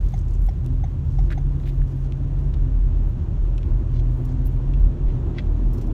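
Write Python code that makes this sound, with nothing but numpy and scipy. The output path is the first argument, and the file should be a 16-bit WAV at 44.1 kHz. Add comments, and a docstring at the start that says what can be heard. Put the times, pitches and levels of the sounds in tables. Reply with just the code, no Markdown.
"""Inside a moving car. The road drives the cabin's lowest air mode into a boom, panels rumble, tyres roar,
air hisses, and the engine's firing note drones up and down. The turn indicator ticks five times in the
dashboard and its stalk snaps back. Plastic pet carriers snap and knock, their wire doors jingle and
squeak faintly, and clothes brush the seats."""
import sys
import numpy as np
from scipy import signal
from scipy.fft import rfft, irfft, next_fast_len
from scipy.io import wavfile
from scipy.ndimage import map_coordinates

SR = 44100
rng = np.random.default_rng(int(sys.argv[2]) if len(sys.argv) > 2 else 0)


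def wrap_up_sound(samples):
    """Save the sound to the file named by the first command line argument, as 16-bit audio."""
    columns = np.atleast_2d(samples).T
    # keep every value between -1 and 1, then stretch to whole-number steps
    tamed = np.clip(columns, -1, 1)
    steps = np.round(tamed * 32767).astype(np.int16)
    wavfile.write(sys.argv[1], SR, steps)


N = 261513

# Spectrum of snapping plastic. Each row: frequency in Hz, level in dB.
PLASTIC_SPECTRUM = [(200, -65.5), (700, -30.5), (1050, -3.5), (1500, 7), (2000, 4), (2500, -2),
                    (3100, -4.5), (3700, -2), (5000, -10), (6400, -15.5), (8000, -25), (11000, -26.5),
                    (15500, -30.5)]
# Spectrum of cloth on upholstery. Each row: frequency in Hz, level in dB.
CLOTH_SPECTRUM = [(2000, 10), (4200, 1), (5000, -1), (6500, -1), (8200, -6), (10000, -8), (12000, -3.5),
                  (14500, -8), (15800, -11.5)]


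def amp(db):
    """Decibels to gain."""
    return 10 ** (np.asarray(db) / 20)


def unit(x):
    """Scale to rms 1."""
    return x / np.sqrt(np.mean(x ** 2) + 1e-20)


def along(points, hz):
    """(Hz, value) points read on a log axis."""
    f, v = np.transpose(points)
    return np.interp(np.log(hz + 1), np.log(f + 1), v)


def curves(rows):
    """One value per sample for each column after the time."""
    s, *cols = np.transpose(rows)
    return [np.interp(np.arange(N) / SR, s, c) for c in cols]


def wobble(rate_hz):
    """Smooth random curve, rate_hz knots a second."""
    knots = rng.standard_normal(int(N * rate_hz / SR) + 4)
    return map_coordinates(knots, [np.arange(N) * rate_hz / SR])


def noise(colour, size):
    """Noise of rms 1 with spectrum colour(Hz) in dB."""
    m = next_fast_len(size + 4096)
    gain = amp(colour(np.fft.rfftfreq(m, 1 / SR)))
    return unit(irfft(rfft(rng.standard_normal(m)) * gain, m)[:size])


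def impulse(colour, size=1024):
    """Minimum-phase click of peak 1 with spectrum colour(Hz) in dB."""
    spectrum_db = np.maximum(colour(np.fft.rfftfreq(size, 1 / SR)), -70)
    cepstrum = irfft(np.log(amp(spectrum_db)))
    click = irfft(np.exp(rfft(2 * cepstrum * (np.arange(size) < size // 2))))
    return click / np.abs(click).max()


def hump(hz, centre_hz, steep_db):
    """Broad resonance in dB, steep_db down one octave off centre."""
    return -steep_db * np.log2((hz + 1) / centre_hz) ** 2


def focused(spectrum, centre_hz, steep_db):
    """Colour function: a spectrum weighted by a hump."""
    return lambda hz: along(spectrum, hz) + hump(hz, centre_hz, steep_db)


def resonance(hz, centre_hz, half_width_hz):
    """Narrow peak of height 1."""
    return 1 / (1 + ((hz - centre_hz) / half_width_hz) ** 2)


def cycle(hz):
    """Running phase of a gliding frequency."""
    return 2 * np.pi * np.cumsum(hz) / SR


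def add(track, start_s, sound):
    """Mix a sound into the track."""
    start = max(round(start_s * SR), 0)
    part = track[start:start + len(sound)]
    part += sound[:len(part)]


def ringing(modes, t, scatter_db, detune=0.0):
    """Damped modes; each blow scatters their levels and, with detune, their pitches."""
    chance = rng.standard_normal((len(modes), 2))
    return sum(amp(db + scatter_db * louder - 60 * t / t60_s)
               * np.sin(2 * np.pi * hz * (1 + detune * higher) * t)
               for (hz, db, t60_s), (louder, higher) in zip(modes, chance))


def snap(centre_hz, t60_s, steep_db, attack_s=0.00014):
    """Stiff plastic lets go: a burst of dense, quickly damped modes."""
    t = np.arange(SR // 8) / SR
    burst = noise(focused(PLASTIC_SPECTRUM, centre_hz, steep_db), len(t))
    return amp(-60 * t / t60_s) * (1 - np.exp(-t / attack_s)) * burst


def boom(mode_hz=42.2, wander_hz=1.168, swing_db=4.5, rough=0.22):
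    """Tarmac drives the cabin's lowest air mode unevenly; each bump swells it."""
    # Each row: time in seconds, drive level in dB.
    tarmac = [(0.17, -24.5), (0.3, -19), (0.57, -24), (0.82, -17.5), (0.97, -26.5), (1.3, -25.5),
              (2.3, -23.5), (3.1, -21.5), (3.25, -29.5), (3.45, -21), (4.7, -21.5), (5.27, -29),
              (5.52, -20)]
    # Each row: start in seconds, length in seconds, level in dB.
    bumps = [(0.0, 0.097, -16), (0.23, 0.26, -27), (0.43, 0.072, -21), (1.105, 0.21, -16),
             (1.411, 0.1, -17), (1.745, 0.12, -16.5), (2.545, 0.13, -15.5), (2.715, 0.23, -17),
             (3.693, 0.089, -17.5), (3.925, 0.33, -23), (4.761, 0.16, -13), (5.014, 0.1, -14.5)]
    tarmac_db, = curves(tarmac)
    swing = amp(tarmac_db) * unit(amp(swing_db * np.tanh(wobble(14))))
    jolts = np.zeros(N)
    for start_s, length_s, db in bumps:
        add(jolts, start_s, amp(db) * signal.windows.cosine(int(length_s * SR)))
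    phase = cycle(mode_hz + wander_hz * wobble(3.6)) + 2 * rough * wobble(29)
    return np.sqrt(2) * np.hypot(swing, jolts) * (1 + rough * wobble(30)) * np.sin(phase)


def road(thrum_hz=187, roar_db_per_s=1.1648, hiss_db_per_s=0.47):
    """Panels rumble and the floor thrums; tyre roar and air hiss grow as the car gathers speed."""
    # Each row: frequency in Hz, level in dB.
    panel_spectrum = [(18, -31), (30, -25), (52, -19), (64, 6.5), (75, 7.5), (86, 6), (100, -4.5), (120, 3),
                      (150, -6.5), (185, -12.5), (230, -26.5), (320, -65.5), (500, -120)]
    tyre_spectrum = [(60, -120), (120, -42.5), (190, -11), (225, 0), (270, 1.5), (310, 0.5), (345, -1.5),
                     (400, -5), (480, -11), (600, -12.5), (800, -18.3), (1000, -18.5), (1500, -32),
                     (6000, -90.5)]
    air_spectrum = [(100, -63.5), (600, 9.5), (1100, 6), (1600, 3.5), (2200, -2), (2700, -1.5), (3400, -5),
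                    (4200, -8.5), (4900, -14), (5600, -11), (6900, -12), (7800, -19.5), (9500, -19.5),
                    (10500, -29), (15500, -29)]
    # Each row: time in seconds, level in dB.
    panel_shake = [(0.1, -25.5), (0.6, -27), (2.3, -28), (3.0, -26), (3.33, -22), (3.55, -26.5), (4.7, -27),
                   (5.3, -25), (5.8, -25)]
    coarse_tarmac = [(0.8, 0), (1.3, 1), (2.2, 0), (3.3, 0), (4.8, -0.5), (5.2, 0.8), (5.55, 1), (5.85, 2)]
    floor_thrum = [(3.9, -60), (4.4, -47), (5.3, -44.5), (5.85, -36.5)]
    # Each row: centre in Hz, half-width in Hz, gain in dB.
    cabin_modes = [(225.3, 7, 4), (256.2, 8.7, 4.5), (342.5, 10, 5.5), (597, 17, 2)]

    def roar_colour(hz):
        peaks_db = sum(db * resonance(hz, centre, width) for centre, width, db in cabin_modes)
        return along(tyre_spectrum, hz) + peaks_db

    t = np.arange(N) / SR
    shake_db, = curves(panel_shake)
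    coarse_db, = curves(coarse_tarmac)
    thrum_db, = curves(floor_thrum)
    rumble = amp(shake_db + 1.68 * wobble(7)) * noise(lambda hz: along(panel_spectrum, hz), N)
    roar = amp(-44.5 + roar_db_per_s * t + coarse_db + wobble(25)) * noise(roar_colour, N)
    thrum = amp(thrum_db) * noise(lambda hz: hump(hz, thrum_hz, 18), N)
    hiss_db = -59 + hiss_db_per_s * t + 0.68 * wobble(26)
    hiss = amp(hiss_db) * noise(lambda hz: along(air_spectrum, hz), N)
    return rumble + roar + thrum + hiss


def engine(octave_db=-28, rough=0.09, waver_rad=0.3):
    """Firing note through the bulkhead; its octave swells on crossing a cabin resonance."""
    # Louder under throttle. Each row: time in seconds, pitch in Hz, level in dB.
    firing = [(0.54, 118.4, -59), (0.64, 121.8, -24.5), (0.72, 128.4, -29), (1.0, 137.6, -32.5),
              (1.5, 137.5, -27.5), (2.0, 132.7, -28), (2.52, 140.5, -27.5), (2.72, 127.5, -31),
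              (2.95, 120.4, -41.5), (3.45, 119.9, -44), (3.72, 118, -30), (4.05, 121.9, -26),
              (4.35, 128.2, -29), (4.7, 134.9, -28), (5.15, 145.9, -36), (5.38, 157.5, -32.5),
              (5.55, 135, -56), (5.7, 117, -33.5), (5.93, 116, -30)]
    # Each row: centre in Hz, half-width in Hz, gain in dB.
    cabin_modes = [(255.7, 5.5, 19.5)]
    hz, db = curves(firing)
    boost = 1 + sum(amp(gain) * resonance(2 * hz, centre, width) for centre, width, gain in cabin_modes)
    phase = cycle(hz) + rough * wobble(30)
    octave = amp(octave_db) * boost * np.sin(2 * phase + waver_rad * wobble(35))
    return np.sqrt(2) * amp(db) * (np.sin(phase) + octave) * (1 + rough * wobble(40))


def rubs(gain_db=2, grain_db=3.0, sleeve_hz=7200):
    """Cloth and plastic rub with a stick-slip grain; a sleeve stirs faintly."""
    # Each row: start in seconds, length in seconds, level in dB, centre in Hz.
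    strokes = [(0.146, 0.06, -64.5, 6040), (0.381, 0.14, -66.5, 11600), (1.026, 0.3, -70, 5800),
               (1.305, 0.031, -59, 7400), (1.651, 0.068, -57, 3230), (1.657, 0.049, -67, 11160),
               (1.601, 0.5, -77, 11910), (1.852, 0.1, -69.5, 5200), (2.028, .05, -67.5, 6000),
               (3.927, 0.09, -59.5, 3850), (4.083, .17, -73.5, 11200), (4.243, 0.024, -65, 11400),
               (4.27, 0.089, -70, 6180), (4.45, 0.035, -52.5, 21200), (4.481, 0.11, -74.5, 12400),
               (5.051, 0.082, -62.5, 2651), (5.335, 0.09, -56, 2996), (5.374, 0.032, -51.5, 2800)]
    # Each row: time in seconds, level in dB.
    stirring = [(0.03, -64), (0.17, -70), (1, -72.5), (1.8, -71), (3, -80.5)]
    out = np.zeros(N)
    for start_s, length_s, db, centre_hz in strokes:
        swell = signal.windows.cosine(int(length_s * SR))
        friction = noise(focused(CLOTH_SPECTRUM, centre_hz, 9), SR // 2)
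        add(out, start_s, amp(db + gain_db) * swell * friction[:len(swell)])
    stirring_db, = curves(stirring)
    sleeve = amp(stirring_db + 2 * wobble(12)) * noise(focused(CLOTH_SPECTRUM, sleeve_hz, 2.3), N)
    return (out + sleeve) * amp(grain_db * wobble(220))


def crinkles(gain_db=-6, centre_hz=7000, t60_s=0.028, attack_s=0.0014):
    """Fabric creases give way in papery flicks as an arm moves."""
    # Each row: start in seconds, level in dB.
    creases = [(.086, -46), (.177, -51), (.189, -44), (.211, -48), (.282, -46), (.307, -45.5),
               (.335, -43.5), (.35, -48)]
    out, t = np.zeros(N), np.arange(SR // 8) / SR
    for start_s, db in creases:
        flick = noise(focused(CLOTH_SPECTRUM, centre_hz, 22), len(t))
        add(out, start_s, amp(db + gain_db - 60 * t / t60_s) * (1 - np.exp(-t / attack_s)) * flick)
    return out


def hinge(rough_rad=1.2, t60_s=0.075, attack_s=0.0035):
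    """Wire slips on wire, catches and slips again: a thin, rough squeak."""
    # Each row: start in seconds, level in dB.
    slips = [(3.066, -61), (3.087, -60)]
    # Each row: frequency in Hz, level in dB.
    partials = [(11870, -7), (14200, 0)]
    envelope, t = np.zeros(N), np.arange(N) / SR
    for start_s, db in slips:
        add(envelope, start_s, amp(db - 60 * t / t60_s) * (1 - np.exp(-(t / attack_s) ** 2)))
    squeak = sum(amp(db) * np.sin(2 * np.pi * hz * t + rough_rad * wobble(500)) for hz, db in partials)
    return envelope * squeak


def wire_door(gain_db=-7.5, scrape_db=-7, scrape_t60_s=0.085, attack_s=0.002):
    """A wire door rattles on its frame; chatter blurs the pitch of the ringing bars."""
    # Each row: start in seconds, level in dB, centre in Hz.
    touches = [(5.73, -38.5, 17200), (5.738, -45.5, 10950), (5.752, -50.5, 11500), (5.772, -49, 11500),
               (5.778, -40, 6300), (5.811, -37, 5700), (5.839, -53, 8000), (5.866, -45, 8950)]
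    # Each row: frequency in Hz, level in dB, t60 in seconds.
    bar_modes = [(4260, -6, .04), (5400, -7, 0.068), (6050, -12, 0.06), (7240, -11, 0.043),
                 (9560, -10, 0.05), (11450, -17, .05), (13600, -7, .04), (14500, -5, 0.033),
                 (15400, -12, .04)]
    out, t = np.zeros(N), np.arange(SR // 6) / SR
    for start_s, db, centre_hz in touches:
        struck = [(hz, level + hump(hz, centre_hz, 2), t60_s) for hz, level, t60_s in bar_modes]
        ring = ringing(struck, t, scatter_db=2, detune=0.004) * 2 / np.sqrt(len(bar_modes))
        chatter = 1 + 0.9 * noise(lambda hz: hump(hz, 170, 9), len(t))
        friction = noise(focused(CLOTH_SPECTRUM, centre_hz, 4.6), len(t))
        scrape = amp(scrape_db - 60 * t / scrape_t60_s) * friction
        add(out, start_s, amp(db + gain_db) * (ring * chatter + scrape) * (1 - np.exp(-t / attack_s)))
    return out


def latch(ring_db=-7, rattle_db=-13, attack_s=0.0004):
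    """A door latch knocks in its plastic socket: a crack, then ring and rattle, weaker if held fast."""
    # Each row: start in seconds, level in dB, crack centre in Hz, ring and rattle gain in dB.
    knocks = [(0.646, -44, 12900, -36), (.663, -34, 12000, -22), (2.123, -35, 3000, -19),
              (2.5424, -40, 4600, -16), (3.5804, -34.5, 4530, -6.5), (3.6315, -39, 2390, -23),
              (4.678, -48, 3403, -11), (4.7374, -40.5, 3001, -1)]
    # Each row: frequency in Hz, level in dB.
    crack_spectrum = [(700, -30), (1500, -7.5), (2400, 3), (3400, 2.5), (4800, -11), (5600, -5.5),
                      (7500, -13), (9200, -12), (11000, -18.5), (15500, -20.5)]
    # Each row: frequency in Hz, level in dB, t60 in seconds.
    latch_modes = [(2470, -12.5, .025), (2620, 5.5, 0.037), (3320, 1, 0.02), (3600, -9, .022),
                   (4350, -25, .025), (5850, -17.5, 0.027), (6900, -24, .025)]
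    out, t = np.zeros(N), np.arange(SR // 8) / SR
    for start_s, db, centre_hz, free_db in knocks:
        ring = ringing(latch_modes, t, scatter_db=1.5, detune=0.015) * (1 - np.exp(-t / attack_s))
        rattle = snap(centre_hz, t60_s=0.035, steep_db=5.5)
        add(out, start_s, amp(db) * impulse(focused(crack_spectrum, centre_hz, 3)))
        add(out, start_s, amp(db + free_db) * (amp(ring_db) * ring + amp(rattle_db) * rattle))
    return out


def plastic_snaps(gain_db=-4):
    """Single snaps of the indicator stalk and the carrier shells."""
    # Each row: start in seconds, level in dB, centre in Hz, t60 in seconds.
    snaps = [(1.3043, -35, 2220, 0.058), (1.3162, -31.5, 1500, 0.032), (1.3246, -31.5, 2170, 0.05),
             (1.6, -47.5, 3000, 0.014), (1.636, -45, 2800, .02), (1.657, -44, 2700, .03),
             (1.671, -45, 2300, 0.038), (1.818, -43, 1390, 0.028), (2.5381, -45.5, 4000, 0.046),
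             (4.249, -51, 11000, .04), (4.291, -51.5, 7000, 0.025), (4.456, -54, 9100, .06)]
    out = np.zeros(N)
    for start_s, db, centre_hz, t60_s in snaps:
        add(out, start_s, amp(db + gain_db) * snap(centre_hz, t60_s, steep_db=6))
    return out


def carrier_clack(gain_db=-12, rasp_db=6, ring_attack_s=0.00083):
    """One carrier hits the other and rebounds; both blows rasp and ring the shell."""
    # Each row: start in seconds, level in dB, centre in Hz.
    blows = [(5.3842, -23.5, 3265), (5.391, -28, 2200)]
    # Each row: frequency in Hz, level in dB, t60 in seconds.
    shell_modes = [(1100, -8, .03), (1560, -2, 0.049), (2020, 3.5, 0.034), (2305, -6, .038),
                   (2658, -8, 0.048), (2870, -3, 0.028), (3350, -1, 0.033), (3530, -9, .028),
                   (4740, -31, .035), (5700, -22, .04)]
    out, t = np.zeros(N), np.arange(SR // 8) / SR
    for start_s, db, centre_hz in blows:
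        struck = [(hz, level + hump(hz, centre_hz, 3.5), t60_s) for hz, level, t60_s in shell_modes]
        ring = ringing(struck, t, scatter_db=1.5) * (1 - np.exp(-t / ring_attack_s))
        rasp = amp(rasp_db) * snap(centre_hz, t60_s=0.019, steep_db=4.5, attack_s=0.0008)
        add(out, start_s, amp(db + gain_db) * (ring + rasp))
    return out


def indicator(gain_db=9, overtone_db=-23, overtone_t60_s=0.051, click_db=-24, click_t60_s=0.084):
    """Each tick is a hollow pulse in the dashboard; tick and tock differ in their overtone."""
    # Each row: start in seconds, level in dB, overtone in Hz.
    ticks = [(.137, -36, 6430), (0.485, -36.5, 5500), (0.837, -35.5, 6250), (1.1862, -36.5, 5580),
             (1.3753, -36.5, 6300)]
    # Each row: frequency in Hz, level in dB, t60 in seconds.
    dash_modes = [(757, 7.5, 0.023), (1950, -13, 0.02), (2150, -19, 0.049), (3380, -18, 0.02),
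                  (3660, -28, 0.047)]
    out, t = np.zeros(N), np.arange(SR // 8) / SR
    onset = 1 - np.exp(-(t / 0.003) ** 2)
    ring = sum(amp(db - 60 * t / t60_s) * np.sin(2 * np.pi * hz * t) for hz, db, t60_s in dash_modes)
    for start_s, db, overtone_hz in ticks:
        blur = 1 + 0.88 * noise(lambda hz: hump(hz, 150, 8), len(t))  # close reflections
        overtone = amp(overtone_db - 60 * t / overtone_t60_s) * np.sin(2 * np.pi * overtone_hz * t)
        burst = noise(lambda hz: along(PLASTIC_SPECTRUM, hz), len(t))
        click = amp(click_db - 60 * t / click_t60_s) * burst
        add(out, start_s, amp(db + gain_db) * (ring + blur * overtone + click) * onset)
    return out


def cabin_reverb(x):
    """The upholstered cabin answers 4 ms later with a very short tail."""
    # Each row: frequency in Hz, t60 in seconds.
    decay = [(200, 0.093), (2000, 0.036), (12000, 0.092)]
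    hz, t, spectra = signal.stft(rng.standard_normal(SR // 4), SR, nperseg=256)
    tail = signal.istft(spectra * amp(-60 * t / along(decay, hz)[:, None]), SR, nperseg=256)[1]
    return signal.fftconvolve(np.pad(x, (SR // 250, 0)), tail / np.linalg.norm(tail))[:N]


def scene():
    """Small nearby sounds over the noise of the drive, mono."""
    drive = boom() + engine() + road()
    near = indicator() + plastic_snaps() + latch() + carrier_clack() + wire_door() + hinge()
    near += crinkles() + rubs()
    return (drive + near + amp(-13.0) * cabin_reverb(near))[None]


def record(dry, top_hz=15800):
    """Brief fades at both ends; nothing passes above top_hz."""
    fades = signal.windows.tukey(N, 0.003)
    m = next_fast_len(N + SR // 2)
    passband = np.fft.rfftfreq(m, 1 / SR) < top_hz
    return irfft(rfft(dry * fades, m) * passband, m)[..., :N]


dry = scene()
out = record(dry)
wrap_up_sound(out)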